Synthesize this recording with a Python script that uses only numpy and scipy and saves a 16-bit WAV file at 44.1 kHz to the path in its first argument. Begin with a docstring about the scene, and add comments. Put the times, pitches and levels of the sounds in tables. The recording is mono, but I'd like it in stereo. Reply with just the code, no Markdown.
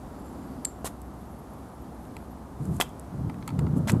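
"""An open asphalt car park: someone on crutches crosses close to the microphone.
A crutch tube clacks and rings, tips and joints tick, rubber tips thud, a coat swishes.
The one shoe lands with a heel slap, a forefoot clap and a crunch of grit.
Distant traffic rumbles, an engine idles, and in the second half wind buffets the microphone."""
import sys
import numpy as np
from scipy import signal
from scipy.fft import rfft, irfft
from scipy.io import wavfile
from scipy.ndimage import uniform_filter1d

SR = 44100
rng = np.random.default_rng(int(sys.argv[2]) if len(sys.argv) > 2 else 0)


def wav_out(sig):
    """Save sig, one row per channel (or a flat mono array), as 16-bit PCM at SR to the path in sys.argv[1]."""
    wavfile.write(sys.argv[1], SR, np.round(np.clip(np.atleast_2d(sig).T, -1, 1) * 32767).astype(np.int16))


N = 176400

# Hiss spectrum of grit and coat. Each row: frequency in Hz, relative level in dB.
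HISS_SPECTRUM = [(1000, -16), (3500, -7.5), (5600, -7), (7300, 0.5), (9000, 1.5), (11500, 2), (13500, -7.5),
                 (16000, -17)]


def undb(db):
    """Decibels to gain."""
    return 10 ** (np.asarray(db) / 20)


def unit(x):
    """Scale to rms 1."""
    return x / np.sqrt(np.mean(x ** 2))


def envelope(t, points):
    """Gain over time from (s, dB) points."""
    return undb(np.interp(t, *np.array(points).T))


def gains(points):
    """Gain per FFT bin from (Hz, dB) points."""
    hz, db = np.array(points, float).T
    bin_hz = np.arange(N // 2 + 1) * SR / N
    return undb(np.interp(np.log(bin_hz + 1), np.log(hz), db))


def colour(x, points):
    """Minimum-phase filter through (Hz, dB) points; keeps the power of white noise."""
    cepstrum = irfft(np.log(unit(gains(points))), N)
    cepstrum[1:N // 2] *= 2
    cepstrum[N // 2 + 1:] = 0
    impulse = irfft(np.exp(rfft(cepstrum)), N)[:N // 20]
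    return signal.fftconvolve(x, impulse)[:N]


def band(x, hz, width_hz):
    """One resonance."""
    return signal.lfilter(*signal.iirpeak(hz, hz / width_hz, fs=SR), x)


def noise():
    """White noise."""
    return rng.standard_normal(N)


def wander(rate_hz):
    """Smooth random curve, rms 1."""
    hold = int(SR / rate_hz)
    stairs = np.repeat(noise()[:N // hold + 1], hold)
    return unit(uniform_filter1d(uniform_filter1d(stairs, hold), hold)[:N])


def fade(age_s, decay_s):
    """Sudden start, exponential decay."""
    return (age_s >= 0) * np.exp(-np.maximum(age_s, 0) / decay_s)


def fade_t60(age_s, t60_s):
    """Sudden start, 60 dB down after t60_s."""
    return fade(age_s, t60_s / np.log(1000))


def blow(start_s, modes, pitch_ratio=1, contact_s=0.0003):
    """One impact rings damped (Hz, dB, T60 s) modes at random phases."""
    out, first = np.zeros(N), int(start_s * SR)
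    age_s = np.arange(min(SR // 4, N - first)) / SR
    ring = 0
    for hz, db, t60_s in modes:
        phase = 2 * np.pi * (hz * pitch_ratio * age_s + rng.random())
        ring += undb(db) * fade_t60(age_s, t60_s) * np.sin(phase)
    out[first:first + len(age_s)] = ring * (1 - np.exp(-age_s / contact_s))
    return out


def traffic(t):
    """Far roads rumble and swell, in stereo."""
    # Each row: frequency in Hz, relative level in dB.
    spectrum = [(25, -21.5), (45, -6), (65, 4.5), (90, -5), (140, -4), (260, -1.5), (380, -9), (500, -12),
                (750, -10), (1200, -16.5), (1700, -27), (2500, -35.5), (5500, -39), (9500, -38),
                (12500, -40), (16000, -51.5)]
    # Each row: frequency in Hz, side-to-mid ratio in dB.
    width = [(60, -8), (110, -14.5), (200, -27), (380, -9), (700, -9.5), (1290, -5.5), (2380, -4.5),
             (4400, -4.5), (8120, -2.5), (15000, -2)]
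    # Each row: time in seconds, level in dB.
    levels = [(0, -42), (.4, -41.5), (1.1, -43), (1.9, -43), (2.5, -42.5), (4, -41.5)]
    mid, side = (colour(noise(), spectrum) * undb(0.39 * wander(6.17)) for _ in range(2))
    side = irfft(rfft(side) * gains(width), N)
    return np.array([mid + side, mid - side]) * envelope(t, levels)


def idling_engine(hz=64.66, wobble_hz=1.83, level_db=-52):
    """An engine idles: one low tone, unsteady in pitch and level."""
    phase = 2 * np.pi * np.cumsum(hz + wobble_hz * wander(9.08)) / SR
    return undb(level_db) * unit(np.sin(phase) * undb(2 * wander(5.16)))


def far_car(t, hz=238.5, width_hz=89):
    """A far car hums in a narrow band of noise."""
    # Each row: time in seconds, level in dB.
    levels = [(0, -57), (.38, -42), (.7, -49), (1.4, -54), (1.8, -52), (2.5, -57), (4, -65)]
    hum = band(band(noise(), hz, width_hz), hz, 2 * width_hz)
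    return unit(hum) * envelope(t, levels)


def shimmer(t, flicker_db=5, drift_ratio=0.015, fade_s=0.13):
    """Faint, thin bands of high hiss flicker and drift in pitch."""
    # Each row: centre in Hz, width in Hz, level in dB, start and end in seconds.
    hiss_bands = [(11320, 620, -69.5, 0.13, 2.34), (7300, 300, -70.5, .18, 0.47),
                  (4670, 500, -73.5, 0.083, 0.69)]
    out = 0
    for hz, width_hz, db, start_s, end_s in hiss_bands:
        gate = np.clip(np.minimum(t - start_s, end_s - t) / fade_s + 0.5, 0, 1)
        level = undb(db + flicker_db * wander(70)) * gate
        phase = 2 * np.pi * np.cumsum(hz * (1 + drift_ratio * wander(30))) / SR
        hiss = [wander(2 * width_hz) * np.sin(phase) + wander(2 * width_hz) * np.cos(phase)
                for _ in range(2)]
        out += level * np.array(hiss)
    return out


def tube_clacks(t, ring_db=-0.5, crack_db=1):
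    """The telescopic crutch tube takes up its play in quick knocks and rings."""
    # Each row: start in seconds, level in dB.
    knocks = [(.6487, -29), (.6512, -24.5), (0.6525, -26.5)]
    # Each row: frequency in Hz, relative level in dB, T60 in seconds.
    tube_modes = [(7220, -18, 0.15), (7330, -22, 0.17), (7400, -20.5, 0.15), (7530, 5, 0.016),
                  (8040, 1.5, 0.018), (8400, -2, 0.012), (8900, -10, 0.0099)]
    # Each row: frequency in Hz, relative level in dB.
    crack_spectrum = [(700, -29), (1600, -5), (2300, -5), (3000, -5.5), (4200, 4), (5800, -8), (8000, 4.5),
                      (12500, -3), (16000, -30)]
    ring = sum(undb(db + ring_db) * blow(start_s, tube_modes) for start_s, db in knocks)
    crack = sum(undb(db + crack_db) * fade(t - start_s, decay_s=0.001) for start_s, db in knocks)
    return ring + colour(crack * np.sign(noise()), crack_spectrum)


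def grains(rate_per_s=7000, spread_db=2.5):
    """Dense tiny fractures of uneven size."""
    impulses = (rng.random(N) < rate_per_s / SR) * np.sign(noise())
    size_db = spread_db * np.minimum(rng.exponential(size=N), 4)
    return unit(impulses * undb(size_db))


def footsteps(t, touch_db=-5.5, lift_db=-7, release_db_per_s=900):
    """The heel slaps down; the sole grinds grit as the pressure rises and eases."""
    # Each row: start, time to full pressure and time to end of slide in seconds,
    # slap level in dB, slap pitch in Hz, crunch level in dB, grit hiss level in dB.
    landings = [(0.8449, 0.02, 0.032, -23, 464, -35.5, -36), (2.8007, 0.0047, 0.02, -14.5, 750, -25, -31),
                (3.874, 0.031, 0.031, -28, 620, -29.5, -38)]
    # Each row: multiple of the slap pitch, relative level in dB, T60 in seconds.
    heel_modes = [(.55, -10.5, 0.032), (1., 0.5, 0.014), (1.45, -4.5, 0.017), (2.2, -12, .018)]
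    # Each row: frequency in Hz, relative level in dB.
    crunch_spectrum = [(150, -17), (350, -1.5), (700, 12), (1400, 4.5), (2300, -3), (3400, -1), (4300, -6),
                       (8000, -3), (16000, -52)]
    slaps, crunch, grit = 0, 0, 0
    for start_s, rise_s, slide_s, slap_db, slap_hz, crunch_db, grit_db in landings:
        age_s = t - start_s
        for multiple, db, t60_s in heel_modes:
            tone = np.sin(2 * np.pi * slap_hz * multiple * age_s)
            slaps += undb(slap_db + db) * fade_t60(age_s, t60_s) * tone
        pressure_db = np.interp(age_s, [0, rise_s, slide_s], [touch_db, 0, lift_db])
        release_db = release_db_per_s * np.maximum(age_s - slide_s, 0)
        pressure = (age_s >= 0) * undb(pressure_db - release_db)
        crunch += undb(crunch_db) * pressure
        grit += undb(grit_db) * pressure
    return slaps + colour(crunch * grains(), crunch_spectrum) + colour(grit * grains(), HISS_SPECTRUM)


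def ticks(t):
    """Crutch tips, joints and small stones make contact: a dull knock plus a bright snap."""
    # Each row: start in seconds, knock level in dB, snap level in dB, decay in seconds.
    contacts = [(.861, -37, -40, 0.00091), (.8752, -40, -31, .0007), (1.0172, -68, -37.5, 0.0008),
                (2.052, -56, -57, 0.0037), (2.167, -37.5, -43.5, 0.0016), (2.653, -53, -46.5, 0.0035),
                (2.766, -55, -42, 0.0022), (2.8118, -29, -20.5, .0009), (2.822, -43, -24, .001),
                (2.892, -64, -43, .001), (2.9965, -54, -37.5, 0.0012), (3.297, -42, -53, 0.0036),
                (3.343, -47.5, -55, .002), (3.426, -43.5, -62, .003), (3.477, -35, -35.5, 0.0037),
                (3.490, -40, -53, 0.0036), (3.503, -45, -53, 0.0029), (3.591, -35.5, -41, 0.0031),
                (3.667, -43.5, -67, .002), (3.8959, -26, -29, .001), (3.9186, -45, -29, 0.0019)]
    # Each row of both: frequency in Hz, relative level in dB.
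    knock_spectrum = [(250, -45), (800, 9), (1500, 3), (2300, 7), (3300, -2), (4500, 1.5), (8000, -27),
                      (16000, -40)]
    snap_spectrum = [(2000, -25), (5500, -7.5), (7700, 8.5), (9500, 3), (12000, 2.5), (14000, -5),
                     (16000, -24)]
    knock = sum(undb(db) * fade(t - start_s, decay_s) for start_s, db, _, decay_s in contacts)
    snap = sum(undb(db) * fade(t - start_s, decay_s) for start_s, _, db, decay_s in contacts)
    return (colour(knock * np.sign(noise()), knock_spectrum)
            + colour(snap * np.sign(noise()), snap_spectrum))


def forefoot_claps():
    """The hollow shoe rings as the forefoot lands after the heel."""
    # Each row: start in seconds, level in dB, pitch ratio.
    claps = [(.8752, -31.5, 0.57), (2.8113, -11, 0.99), (2.8205, -23, 1.), (3.8841, -23.5, .62),
             (3.8966, -19, 0.75)]
    # Each row: base frequency in Hz, relative level in dB, T60 in seconds.
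    shoe_modes = [(900, -21, .04), (1410, -10.5, 0.017), (1670, -11.5, 0.014), (2034, -8, .018),
                  (2610, -4.5, .013), (3210, -6.5, 0.016), (3400, -5.5, 0.017), (3800, -16, 0.013),
                  (5300, -10, 0.0088)]
    return sum(undb(db) * blow(start_s, shoe_modes, ratio) for start_s, db, ratio in claps)


def tip_thuds():
    """Rubber tips hit the asphalt and ring dull modes of tip and shaft."""
    # Each row: start in seconds, level in dB.
    thuds = [(2.167, -43), (3.298, -38.5), (3.478, -33.5), (3.490, -40), (3.504, -40), (3.5909, -38),
             (3.668, -37.5)]
    # Each row: base frequency in Hz, relative level in dB, T60 in seconds.
    tip_modes = [(860, 1, 0.036), (960, -0.5, 0.038), (1330, 0.5, .03), (2090, -2.5, 0.018),
                 (2340, -10, 0.013)]
    return sum(undb(db) * blow(start_s, tip_modes, pitch_ratio=0.98) for start_s, db in thuds)


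def wind(t, crossover_hz=282):
    """Wind thumps on the microphone; the two sides move now together, now against each other."""
    # Each row: time in seconds, left and right level in dB, likeness of the sides from -1 to 1.
    gusts = [(2.45, -55.5, -46.5, -0.58), (2.575, -36, -34, -0.84), (2.61, -22, -16.5, -0.94),
             (2.65, -25, -23, -0.88), (2.688, -19, -14, -0.98), (2.77, -28, -26.5, -0.37),
             (2.85, -51, -36.5, -.3), (3.04, -46, -45, -0.62), (3.16, -35, -25.5, -0.43),
             (3.24, -40, -20, -0.29), (3.28, -19.5, -30, .2), (3.32, -43, -29.5, -0.2),
             (3.48, -40.5, -33.5, -0.24), (3.54, -24.5, -28, 0.23), (3.63, -24, -19.5, 0.66),
             (3.70, -25.5, -27, 0.63), (3.78, -19.5, -23, 0.9), (3.83, -26.5, -28.5, 0.81),
             (3.90, -27, -35.5, 0.94), (3.93, -17, -17, 0.88), (4.0, -26.5, -28.5, 0.98)]
    # In-phase and opposed buffeting. 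Each row: frequency in Hz, relative level in dB.
    mid_spectrum = [(25, -34.5), (55, -17), (85, -4.5), (120, 0), (160, -1), (250, -7.5), (400, -19.5),
                    (700, -30.5), (1300, -37.5), (2500, -69), (8000, -79)]
    side_spectrum = [(25, -22), (55, -13), (85, -1.5), (120, -1), (160, -1.5), (250, -9), (400, -22),
                     (700, -28), (1300, -55), (2500, -70), (8000, -72)]
    # Each row: time in seconds, gain above the crossover in dB.
    flutter_levels = [(2.7, -1), (3.22, -6.5), (3.55, 1.5), (3.78, -2.5), (3.95, 2.5)]
    times_s, *columns = np.array(gusts).T
    left_db, right_db, likeness = (np.interp(t, times_s, column) for column in columns)
    eddies = colour(noise(), mid_spectrum), colour(noise(), side_spectrum)
    mid, side = (x / np.sqrt(uniform_filter1d(x ** 2, size=2400)) for x in eddies)  # running rms 1
    mid *= np.sqrt((1 + likeness) / 2)
    side *= np.sqrt((1 - likeness) / 2)
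    ports = np.array([(mid + side) * undb(left_db), (mid - side) * undb(right_db)])
    thumps = signal.sosfiltfilt(signal.butter(2, crossover_hz, fs=SR, output="sos"), ports)
    flutter = ports - thumps
    return thumps + flutter * envelope(t, flutter_levels)


def coat_swishes(t):
    """The long coat brushes against the legs."""
    # Each row: peak time in seconds, Gaussian sigma in seconds, level in dB.
    swishes = [(2.646, 0.034, -60.5), (2.755, 0.03, -55.5), (3.778, 0.012, -55)]
    level = sum(undb(db) * np.exp(-0.5 * ((t - peak_s) / sigma_s) ** 2)
                for peak_s, sigma_s, db in swishes)
    return colour(noise(), HISS_SPECTRUM) * level


def car_park(t, mid, spread, echo_db=-18, t60_s=0.26, gap_s=0.008):
    """Near sounds sit in the middle, wider in bass and treble; parked cars scatter a short tail."""
    # Each row: frequency in Hz, side-to-mid ratio in dB.
    width = [(200, -4), (1000, -29), (3000, -13.5), (8000, -9), (15000, -5)]
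    side = irfft(1j * rfft(spread) * gains(width), N)  # 90 degree shift
    tail = fade_t60(t - gap_s, t60_s)
    impulses = [unit(tail * noise()) / np.sqrt(N) for _ in range(2)]
    echo = np.array([signal.fftconvolve(mid, impulse)[:N] for impulse in impulses])
    return np.array([mid + side, mid - side]) + undb(echo_db) * echo


def scene():
    """Walker, background and wind; gritty sounds reach the two ports a little differently."""
    t = np.arange(N) / SR
    rings = tube_clacks(t) + forefoot_claps() + tip_thuds()
    mid, spread = (rings + footsteps(t) + ticks(t) + coat_swishes(t) for _ in range(2))
    walker = car_park(t, mid, spread)
    background = traffic(t) + idling_engine() + far_car(t) + shimmer(t)
    return walker + background + wind(t)


def record(dry, cutoff_hz=15450):
    """A steep low-pass cuts the top treble."""
    return signal.sosfilt(signal.ellip(8, 0.2, 70, cutoff_hz, fs=SR, output="sos"), dry)


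dry = scene()
out = record(dry)
wav_out(out)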